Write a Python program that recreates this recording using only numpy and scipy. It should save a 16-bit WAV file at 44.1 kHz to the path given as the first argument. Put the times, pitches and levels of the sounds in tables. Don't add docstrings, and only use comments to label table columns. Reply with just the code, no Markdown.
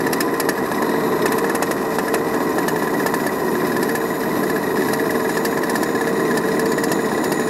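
import sys
import numpy as np
from scipy import signal
from scipy.fft import rfft, irfft
from scipy.io import wavfile
from scipy.ndimage import uniform_filter1d

SR = 44100
rng = np.random.default_rng(int(sys.argv[2]) if len(sys.argv) > 2 else 0)


def wav_out(sig):
    wavfile.write(sys.argv[1], SR, np.round(np.clip(np.atleast_2d(sig).T, -1, 1) * 32767).astype(np.int16))


N = 330309
TIME = np.arange(N) / SR

# t/s, position (0 beside them, 1 behind the exhausts)
MIC_POSITION = [(0, 0.63), (1.5, 0.15), (2.3, 0.13), (3.5, 0.8), (5.2, 1), (6.3, 0.87), (7.49, 1)]
# t/s, speed/(turns per s)
SLOW_SPEED = [(0.0, 64.8), (0.3, 66.7), (0.55, 64.4), (0.85, 64.3), (1.25, 61.2), (1.45, 65.9),
              (1.72, 65.1), (1.97, 62.6), (2.2, 64.7), (2.58, 61.2), (2.8, 61.4), (3.05, 64.3), (3.3, 63.8),
              (3.55, 60.4), (3.75, 63.2), (3.97, 64.5), (4.2, 63.1), (4.42, 61.6), (4.55, 62.9),
              (4.72, 62.3), (5.03, 64.0), (5.3, 62.9), (5.48, 65.5), (5.63, 63.0), (5.85, 66.3),
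              (6.1, 65.0), (6.3, 62.4), (6.55, 63.6), (6.93, 65.4), (7.2, 60.9), (7.49, 62.7)]
FAST_SPEED = [(0.0, 81.3), (0.3, 78.2), (0.6, 81.2), (0.85, 76.9), (1.2, 78.2), (1.45, 81.2), (1.7, 79.7),
              (2.0, 79.5), (2.4, 77.2), (2.7, 80.8), (2.95, 78.8), (3.15, 76.4), (3.45, 80.2), (4.0, 77.2),
              (4.3, 80.6), (4.7, 79.0), (5.05, 76.8), (5.35, 81.9), (5.6, 77.3), (5.75, 79.3), (6.0, 76.8),
              (6.25, 80.6), (6.6, 80.2), (6.9, 79.4), (7.1, 75.8), (7.49, 77.8)]

# f/Hz, level/dB
SLOW_PUFF = [(20, -10.5), (64, -17), (100, -12), (170, -4), (280, -1.5), (440, 11), (520, -10),
             (720, -11.5), (880, -12), (1250, -27.5), (1900, -13.5), (2200, -28.5), (4000, -65),
             (16000, -56)]
FAST_PUFF = [(20, -34), (80, -19.5), (120, -3.5), (200, -1), (380, 3.5), (500, -4.5), (800, -5),
             (1200, -20.5), (1900, -5), (2300, -35), (8000, -44), (13000, -72)]
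PIPE_SHELL = [(350, -46), (540, 0), (640, 4), (800, 0.5), (880, -14.5), (1300, -9), (1900, -9), (2200, -29),
              (5000, -66)]
# f/Hz, width/Hz, level/dB
SLOW_PIPE_MODES = [(252, 66, 2), (373, 44, -1), (451.8, 55, 1), (606, 290, -8.5), (813, 92, -6)]
FAST_PIPE_MODES = [(174.4, 61, -5), (200.2, 50, -2), (288, 31.5, 0.5), (334.5, 23, -3)]
HUM_LEVELS = [-70, -45, -43.5, -32.5, -32.5]
# t/s, level/dB
NOTE_LEVEL = [(0, -42), (.8, -34), (1.1, -26), (1.5, -27), (1.8, -33), (2.1, -30), (2.65, -27.5),
              (3.1, -43), (3.65, -36), (4.1, -26), (4.35, -36), (4.55, -27), (4.8, -33), (5.15, -26),
              (5.6, -30.5), (6, -31), (6.65, -26.5), (6.95, -30), (7.49, -30)]
UNDERTONE_LEVEL = [(0, -38), (.8, -37), (1.2, -29), (1.8, -34), (2.3, -33), (3, -38), (3.3, -28),
                   (3.8, -34), (4.05, -40), (4.35, -30), (4.6, -35), (4.85, -31), (5.4, -40), (6.3, -30),
                   (6.7, -40), (7.49, -42)]
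# f/Hz, level/dB
SILENCER_DRIVE = [(400, -11), (850, -9), (960, -3), (1100, -6), (1250, -5), (1600, -6.5), (1950, -9),
                  (2200, -24.5), (8000, -42)]
# f/Hz, width/Hz, level/dB
SILENCER_MODES = [(1010, 180, -3), (1005, 96, 11.5), (1051, 29, 0.5), (1915, 140, 2)]
# t/s, level/dB
FAST_SURGE = [(0, 2), (.3, -0.5), (.55, -2.5), (.9, 2), (1.3, 2), (1.6, -2), (2, -2.5), (2.4, 0.5),
              (2.8, 0), (3.1, 0.5), (3.4, -1), (3.7, 2), (4.1, -1.5), (4.35, 2.5), (4.55, -1.5), (4.8, 2.5),
              (5.25, -.7), (5.7, 1), (6, 0), (6.3, 2.5), (6.55, 0), (6.8, 1.5), (7.1, 0), (7.49, 0.5)]

# f/Hz, level/dB
RATTLE_SPECTRUM = [(300, -10), (2150, -6), (2450, 5), (3100, -5), (3900, -1), (4500, -2), (5250, 2),
                   (5600, -3), (5930, 1), (6250, -5), (7400, -5), (7850, -2), (8200, -5), (11000, -3),
                   (12400, -5), (12900, -16), (14200, -21), (15200, -10), (15900, -13)]
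TOP_HISS = [(9000, -40), (12000, -10), (12900, -2), (13700, 0), (14300, -4), (15200, 2), (15900, -2)]
# f/Hz, width/Hz, level/dB
FIN_MODES = [(3870, 480, 6.5), (4080, 270, 2)]
# t/s, level/dB
FIN_LEVEL = [(0, -49), (.5, -60), (.9, -44), (1.3, -49), (1.8, -60), (2.3, -60), (2.7, -54), (3.3, -57),
             (3.9, -52), (5.3, -50.5), (6.8, -48.5), (7.49, -46)]
# f/Hz, width/Hz, level/dB
LOW_MODES = [(6990, 130, 3), (6700, 140, -2), (7370, 320, -23)]
MIDDLE_MODES = [(9260, 440, -22), (9520, 550, 4), (9300, 180, -11)]
HIGH_MODES = [(11481, 80, -1), (11664, 105, 0)]
SIZZLE_MODES = [(11904, 160, 0), (12080, 190, 0), (12400, 320, -3), (10550, 600, -7)]
# t/s, low/dB, middle/dB, high/dB, sizzle/dB
METAL_LEVELS = [(0.0, -63, -93, -37.5, -41), (1.1, -54, -67, -34.5, -27), (1.5, -51, -67, -36, -30),
                (2.29, -54, -68, -39, -28), (2.77, -49, -55, -41, -22), (4.2, -49, -54, -33.5, -26.5),
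                (5.28, -47, -50, -34, -33), (5.72, -46.5, -57, -39, -28), (6.25, -45, -50, -40, -32),
                (6.85, -41.5, -52, -41, -39), (7.1, -45, -49, -42, -40), (7.49, -42, -45, -43, -36)]

# t/s, blast/dB, crack/dB, pipe ring/dB
SLOW_FIRINGS = [(0.004, -17, -30.5, -24), (0.066, -16, -25.5, -18.5), (0.129, -14.5, -17.5, -24),
                (0.204, -24, -16, -20), (0.278, -34, -47, -26), (0.339, -31, -34, -22),
                (0.399, -7.5, -17.5, -20.5), (0.488, -11, -17.5, -17), (0.578, -17, -37, -22),
                (0.655, -29, -37, -26), (0.717, -8, -31, -25), (0.821, -14, -27.5, -20),
                (0.892, -19, -34, -28), (0.94, -11, -46, -23), (1.257, -7.5, -19.5, -18),
                (1.32, -12.5, -22.5, -20.5), (1.382, -13, -23, -23), (1.444, -8.5, -32, -21),
                (1.496, -11, -29, -17), (1.549, -10, -21.5, -36), (1.624, -7, -18.5, -35),
                (1.711, -7.5, -21.5, -36), (1.986, -6, -25, -22.5), (2.08, -13, -30, -21),
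                (2.141, -4, -20, -21), (2.342, -11, -30.5, -24), (2.406, -10.5, -36, -25),
                (2.584, -8, -27, -20), (2.681, -6, -20.5, -18), (2.761, -10, -33, -21),
                (2.824, -10.5, -33, -22.5), (2.873, -12, -35, -21), (2.937, -15, -35, -28),
                (2.999, -18, -35, -20), (3.062, -7, -22, -18.5), (3.14, -7, -24, -19),
                (3.201, -18.0, -50, -26), (3.265, -10, -25, -17), (3.553, -14, -42, -23),
                (3.619, -23, -49, -30), (3.668, -16, -35, -25.0), (3.718, -23, -35, -22),
                (3.765, -12, -28.5, -18), (3.827, -18, -23.5, -19), (3.89, -20, -29, -19.5),
                (3.951, -10.5, -23, -19.5), (4.013, -30, -48, -26), (4.077, -36, -55, -32),
                (4.139, -22, -51, -29), (4.234, -24.0, -44, -22), (4.432, -15, -31, -21),
                (4.498, -14, -28, -21), (4.56, -17, -34, -20), (4.704, -18, -46, -29.5),
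                (4.771, -11, -34, -22), (4.821, -11, -35, -23), (4.885, -21, -30.5, -20),
                (4.933, -10, -22, -19), (4.995, -15, -36, -21), (5.057, -19, -45, -25),
                (5.105, -19, -29, -23), (5.153, -17, -38, -24.5), (5.2, -20, -36, -22),
                (5.246, -21, -43, -22), (5.293, -14, -30.0, -20), (5.37, -9.5, -24.5, -19.5),
                (5.449, -10.5, -20.5, -18), (5.526, -28, -46, -28), (5.573, -14, -30.5, -21.5),
                (5.634, -14, -26.5, -17.5), (5.695, -16, -23, -17.5), (5.755, -10, -22.5, -18),
                (5.83, -15, -22, -17.5), (5.889, -30, -50, -25), (5.95, -17, -35, -21),
                (6.011, -11, -28.5, -19.5), (6.072, -10, -32, -19), (6.197, -16, -36, -22),
                (6.309, -22, -33, -17), (6.371, -11, -20.5, -18), (6.435, -25, -40, -20.5),
                (6.483, -34, -34, -19.5), (6.545, -29, -47, -30), (6.593, -27, -24, -20),
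                (6.656, -26, -27.5, -25.0), (6.717, -18, -25.5, -22), (6.779, -12, -28.5, -24),
                (6.836, -14, -20.5, -20), (6.916, -8, -19.5, -23), (6.99, -30, -44, -24),
                (7.116, -14, -40, -25), (7.179, -13, -34, -24.0), (7.24, -11, -24, -26),
                (7.319, -9, -20.5, -35), (7.395, -19, -31.5, -24.0), (7.474, -29, -40, -24)]
# f/Hz, level/dB
BLAST_SPECTRUM = [(30, -72), (200, 6.5), (450, -6), (650, 4), (1100, 2.5), (1500, -14.5), (2200, -25),
                  (4000, -20), (16000, -51)]
BARK_SPECTRUM = [(200, -23), (550, -6), (800, 2), (1300, -3), (2000, -5), (2800, -27), (4000, -36)]
CRACK_SPECTRUM = [(200, -12), (1000, 5), (1900, 6), (2700, -5), (3300, -9.5), (4300, -9), (5500, -2),
                  (6500, -4), (8500, -1.5), (9500, -1), (11300, 2), (12300, 2), (13000, -3), (14200, -7),
                  (15300, -3), (15900, -8)]
# f/Hz, width/Hz, level/dB
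CYLINDER_MODES = [(2356, 370, 5.5), (2660, 350, -5), (3850, 640, 5), (5170, 100, 3), (5900, 66, -1),
                  (8330, 350, -1)]
# f/Hz, width/Hz, level/dB
OUTLET_MODES = [(2282, 160, -4), (2680, 260, -1), (3251, 140, -9), (3789, 180, -7), (4075, 220, -1),
                (4586, 170, -9), (5103, 230, -4), (5490, 260, 0), (5986, 180, -3), (6395, 170, -2),
                (6920, 220, -.5), (7385, 200, -2), (7751, 220, -4), (8268, 220, -4), (8770, 300, 0),
                (9300, 400, -5), (10206, 220, -4), (10572, 240, -3.5), (11111, 280, 4), (11700, 480, 3)]
OUTLET_SIDE_MODES = [(1830, 190, 13), (2573, 94, 8.5), (2884, 82, 3), (5360, 300, 5.5), (10200, 470, 0),
                     (11400, 290, -1)]
OUTLET_REAR_MODES = [(4620, 110, -3), (5140, 300, -3)]
# t/s, piston tick/dB
FAST_FIRINGS = [(0.039, -37), (0.173, -40), (0.448, -37), (0.742, -34), (0.778, -41), (0.911, -33),
                (0.961, -36), (1.002, -33), (1.034, -34), (1.118, -32), (1.156, -36), (1.187, -41),
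                (1.218, -25), (1.279, -30), (1.668, -36), (1.777, -38), (1.852, -39), (2.044, -40),
                (2.265, -37), (2.516, -36), (2.628, -34), (2.796, -39), (3.235, -37), (3.332, -39),
                (3.475, -40), (3.596, -34), (3.646, -34), (4.205, -37), (4.355, -32), (4.635, -38),
                (4.668, -35), (4.756, -35), (4.804, -37), (4.847, -35), (5.034, -37), (5.346, -33),
                (5.729, -37), (5.801, -41), (5.973, -35), (6.042, -37), (6.249, -34), (6.277, -38),
                (6.34, -39), (6.516, -32), (6.883, -30), (7.041, -40), (7.086, -31), (7.145, -37),
                (7.416, -34)]

GROUND_DELAY_S = .001538
DRONE_BEHIND_DB, PING_BEHIND_DB, BARK_BEHIND_DB = -3, 4, -20.5
FIRING_TIME = np.arange(round(.09 * SR)) / SR


def amp(db):
    return 10 ** (np.asarray(db) / 20)


def unit(x):
    return x / np.sqrt(np.mean(x ** 2) + 1e-20)


def curve(table, column=1):
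    rows = np.array(table)
    return np.interp(TIME, rows[:, 0], rows[:, column])


def behind(s):
    return np.interp(s, *np.transpose(MIC_POSITION))


def add(mix, s, sound):
    part = mix[max(0, round(s * SR)):][:len(sound)]
    part += sound[:len(part)]


def wander(hz):
    f = np.fft.rfftfreq(N, 1 / SR)
    return unit(irfft(rfft(rng.standard_normal(N)) * np.exp(-(f / hz) ** 2), N))


def drift(x, share, hz):
    return np.interp(TIME + share * np.cumsum(wander(hz)) / SR, TIME, x, period=N / SR)


def response(spectrum, size=4096):
    hz, db = np.transpose(spectrum)
    f = abs(np.fft.fftfreq(size, 1 / SR))
    log_gain = np.log(amp(np.interp(np.log(f + 1), np.log(hz), db)))
    impulse = np.fft.ifft(np.exp(np.conj(signal.hilbert(log_gain)))).real[:size // 2]
    return impulse / np.linalg.norm(impulse)


def colour(x, spectrum):
    return signal.oaconvolve(x, response(spectrum))[:len(x)]


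def ring(x, modes, order=1):
    total = 0
    for hz, width, db in modes:
        peak = np.concatenate(signal.iirpeak(hz, hz / width, SR))
        total += amp(db) * unit(signal.sosfilt([peak] * order, x))
    return unit(total)


def reverberate(x, decay_s):
    t = np.arange(round(.08 * SR)) / SR
    reflections = rng.standard_normal(len(t)) * np.exp(-t / decay_s)
    return unit(signal.oaconvolve(x, reflections)[:N])


def strokes(turns, uneven_db, jitter_s):
    starts = np.flatnonzero(np.diff(np.floor(turns)) > 0)
    strength, late = rng.standard_normal((len(starts), 2)).T
    starts = np.clip(starts + (late * jitter_s * SR).astype(int), 0, N - 1)
    train = np.zeros(N)
    train[starts] = amp(uneven_db * np.clip(strength, -2, 2))
    return unit(train)


def gusts(turns, decay_turns, floor):
    return unit((floor + np.exp(-(turns % 1) / decay_turns)) * rng.standard_normal(N))


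def slow_exhaust(turns):
    pulses = strokes(turns, uneven_db=2.5, jitter_s=.0001)
    gas = gusts(turns, decay_turns=1, floor=.39)
    direct = amp(-25) * unit(colour(pulses + .6 * gas, SLOW_PUFF))
    pipe = amp(-31) * ring(colour(pulses + 1.1 * gas, SLOW_PUFF), SLOW_PIPE_MODES)
    shell_drive = .42 * reverberate(pulses, decay_s=.0052) + 1.46 * gas
    shell = amp(-31.5) * unit(colour(shell_drive, PIPE_SHELL))
    return direct + np.roll(pipe, round(.003727 * SR)) + shell


def pipe_drone(turns):
    def tone(multiple, rough_rad):
        flutter = unit(amp(3 * wander(hz=22)))
        phase = 2 * np.pi * (multiple * turns + rng.random()) + rough_rad * wander(hz=30)
        return np.sqrt(2) * flutter * np.sin(phase)

    hum = sum(amp(db) * tone(k, rough_rad=.54) for k, db in enumerate(HUM_LEVELS, start=1))
    note = tone(7, rough_rad=.55) + amp(-11) * tone(10, rough_rad=.7)
    undertone = tone(6, rough_rad=.55)
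    return hum + amp(curve(NOTE_LEVEL)) * note + amp(curve(UNDERTONE_LEVEL)) * undertone


def fast_exhaust(turns):
    pulses = strokes(turns, uneven_db=2, jitter_s=.00059)
    gas = gusts(turns, decay_turns=.63, floor=.66)
    puffs = colour(pulses + .61 * gas, FAST_PUFF)
    pipe = np.roll(ring(puffs, FAST_PIPE_MODES), round(.004045 * SR))
    burble = amp(-32) * unit(puffs) + amp(-24.5) * pipe
    inside = reverberate(strokes(turns, uneven_db=0, jitter_s=.0001), decay_s=.03)
    can = ring(colour(.073 * pulses + .58 * gas + .5 * inside, SILENCER_DRIVE), SILENCER_MODES)
    can = drift(can, share=.007, hz=7)
    surge_db = curve(FAST_SURGE)
    can_db = -27.5 + DRONE_BEHIND_DB * behind(TIME) + .52 * surge_db
    return amp(surge_db) * burble + amp(can_db) * can


def rattle(slow_turns, fast_turns):
    fast_knocks = strokes(fast_turns, uneven_db=2.5, jitter_s=.00001)
    slow_knocks = strokes(slow_turns, uneven_db=7, jitter_s=.00001)
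    hiss = gusts(fast_turns, decay_turns=.1, floor=1.3)
    spread = reverberate(fast_knocks, decay_s=.047) + .23 * reverberate(slow_knocks, decay_s=.0043)
    clatter = (spread + .95 * hiss) * amp(1.23 * wander(hz=30.8))
    drive = unit(clatter) + .5 * fast_knocks
    broad = ground_echo(colour(clatter, RATTLE_SPECTRUM), share=.4)
    metal = amp(-40 + .4 * behind(TIME)) * unit(broad)
    metal += amp(curve(FIN_LEVEL)) * ring(clatter, FIN_MODES, order=2)
    metal += amp(-48) * behind(TIME) * unit(colour(clatter, TOP_HISS))
    low_db = curve(METAL_LEVELS, 1) + 2 * wander(hz=4.7)
    metal += amp(low_db) * drift(ring(drive, LOW_MODES, order=2), share=.002, hz=12)
    metal += amp(curve(METAL_LEVELS, 2) + 1.5) * ring(drive, MIDDLE_MODES, order=2)
    metal += amp(curve(METAL_LEVELS, 3) - 8.5) * ring(drive, HIGH_MODES, order=2)
    return metal + amp(curve(METAL_LEVELS, 4) - 19.5) * ring(drive, SIZZLE_MODES, order=2)


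def ground_echo(x, share):
    delay = GROUND_DELAY_S * (1 + .057 * wander(hz=.077))
    return (x + share * np.interp(TIME - delay, TIME, x)) / np.sqrt(1 + share ** 2)


def soft_firings(clear, turns, every=4, spread_db=2.5):
    clear_times = [0] + [row[0] for row in clear] + [TIME[-1]]
    clear_turns = np.round(np.interp(clear_times, TIME, turns))
    soft_turns = []
    for start, end in zip(clear_turns, clear_turns[1:]):
        steps = max(1, int((end - start + 1) // every))
        soft_turns.extend(np.linspace(start, end, steps + 1)[1:-1])
    times = np.interp(np.round(soft_turns), turns, TIME)
    return zip(times, spread_db * rng.uniform(-1.3, 1, len(times)))


def flare(rise_s, decay_s, tail, tail_s=.016):
    t = FIRING_TIME
    shape = np.clip(t / rise_s, 0, 1) * (np.exp(-t / decay_s) + tail * np.exp(-t / tail_s))
    return shape / shape.max() * rng.standard_normal(len(t))


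def pops(turns):
    blast, bark, note, jet, tick = np.zeros((5, N))
    push = response(BLAST_SPECTRUM)
    push /= abs(push).max()
    soft = [(s, db - 20, db - 43.5, db - 38) for s, db in soft_firings(SLOW_FIRINGS, turns)]
    for s, blast_db, crack_db, ring_db in list(SLOW_FIRINGS) + soft:
        add(blast, s - .0006, amp(blast_db + .5) * push)
        add(blast, s + .00033, -amp(blast_db - 8.5) * push)
        add(blast, s + GROUND_DELAY_S, amp(blast_db - 9.5) * push)
        bark_db = crack_db + 4.5 + BARK_BEHIND_DB * behind(s)
        add(bark, s - .0005, amp(bark_db) * flare(rise_s=.0003, decay_s=.009, tail=.15))
        hz = 1696 + 2.7 * (crack_db + 29) + 10 * rng.standard_normal()
        add(note, s, amp(ring_db) * pipe_note(hz, glide=.07, rise_s=.0014, decay_s=.0091, rough=.3))
        add(jet, s, amp(crack_db + .5) * flare(rise_s=.0008, decay_s=.0064, tail=.06))
        add(tick, s, amp(-41 + PING_BEHIND_DB * behind(s)) * piston_slap())
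    crack = amp(-4.5) * ground_echo(colour(jet, CRACK_SPECTRUM), share=.8) + outlet_ring(jet)
    cylinder = tick.std() * ring(tick, CYLINDER_MODES, order=2)
    return blast + colour(bark, BARK_SPECTRUM) + note + cylinder + crack


def pipe_note(hz, glide, rise_s, decay_s, rough):
    t = FIRING_TIME
    flutter = rough * unit(uniform_filter1d(rng.standard_normal((2, len(t))), size=150, axis=1))
    pitch = hz * (1 + glide * np.exp(-t / .0044))
    phase = 2 * np.pi * (np.cumsum(pitch) / SR + rng.random())
    swell = (1 - np.exp(-t / rise_s)) * np.exp(-t / decay_s)
    return swell / swell.max() * ((1 + flutter[0]) * np.sin(phase) + flutter[1] * np.cos(phase))


def piston_slap():
    return flare(rise_s=.001, decay_s=.008, tail=.1)


def outlet_ring(jet):
    all_round = amp(-1.5) * ring(jet, OUTLET_MODES, order=2)
    side = amp(-1.5) * (1 - behind(TIME)) * ring(jet, OUTLET_SIDE_MODES, order=2)
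    rear = amp(-7) * behind(TIME) * ring(jet, OUTLET_REAR_MODES, order=2)
    return jet.std() * (all_round + side + rear)


def silencer_pings(turns):
    note, tick = np.zeros((2, N))
    soft = [(s, db - 43.5) for s, db in soft_firings(FAST_FIRINGS, turns)]
    for s, tick_db in list(FAST_FIRINGS) + soft:
        ping_db = -32 + PING_BEHIND_DB * behind(s) + 1.5 * rng.standard_normal()
        hz = 1910 + 22 * rng.standard_normal()
        add(note, s, amp(ping_db) * pipe_note(hz, glide=.037, rise_s=.0045, decay_s=.013, rough=.42))
        add(tick, s, amp(tick_db) * piston_slap())
    return note + tick.std() * ring(tick, CYLINDER_MODES, order=2)


def scene():
    slow_turns = np.cumsum(curve(SLOW_SPEED)) / SR
    fast_turns = np.cumsum(curve(FAST_SPEED) * (1 + .012 * wander(hz=15))) / SR
    exhausts = slow_exhaust(slow_turns) + pipe_drone(slow_turns) + fast_exhaust(fast_turns)
    firings = pops(slow_turns) + silencer_pings(fast_turns)
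    return (exhausts + firings + rattle(slow_turns, fast_turns))[None]


def record(dry):
    bass_cut = signal.butter(2, 28, "highpass", fs=SR, output="sos")
    band_limit = signal.firwin(1023, 15740, window=("kaiser", 9), fs=SR)
    return signal.oaconvolve(signal.sosfilt(bass_cut, dry), band_limit[None], "same")


dry = scene()
out = record(dry)
wav_out(out)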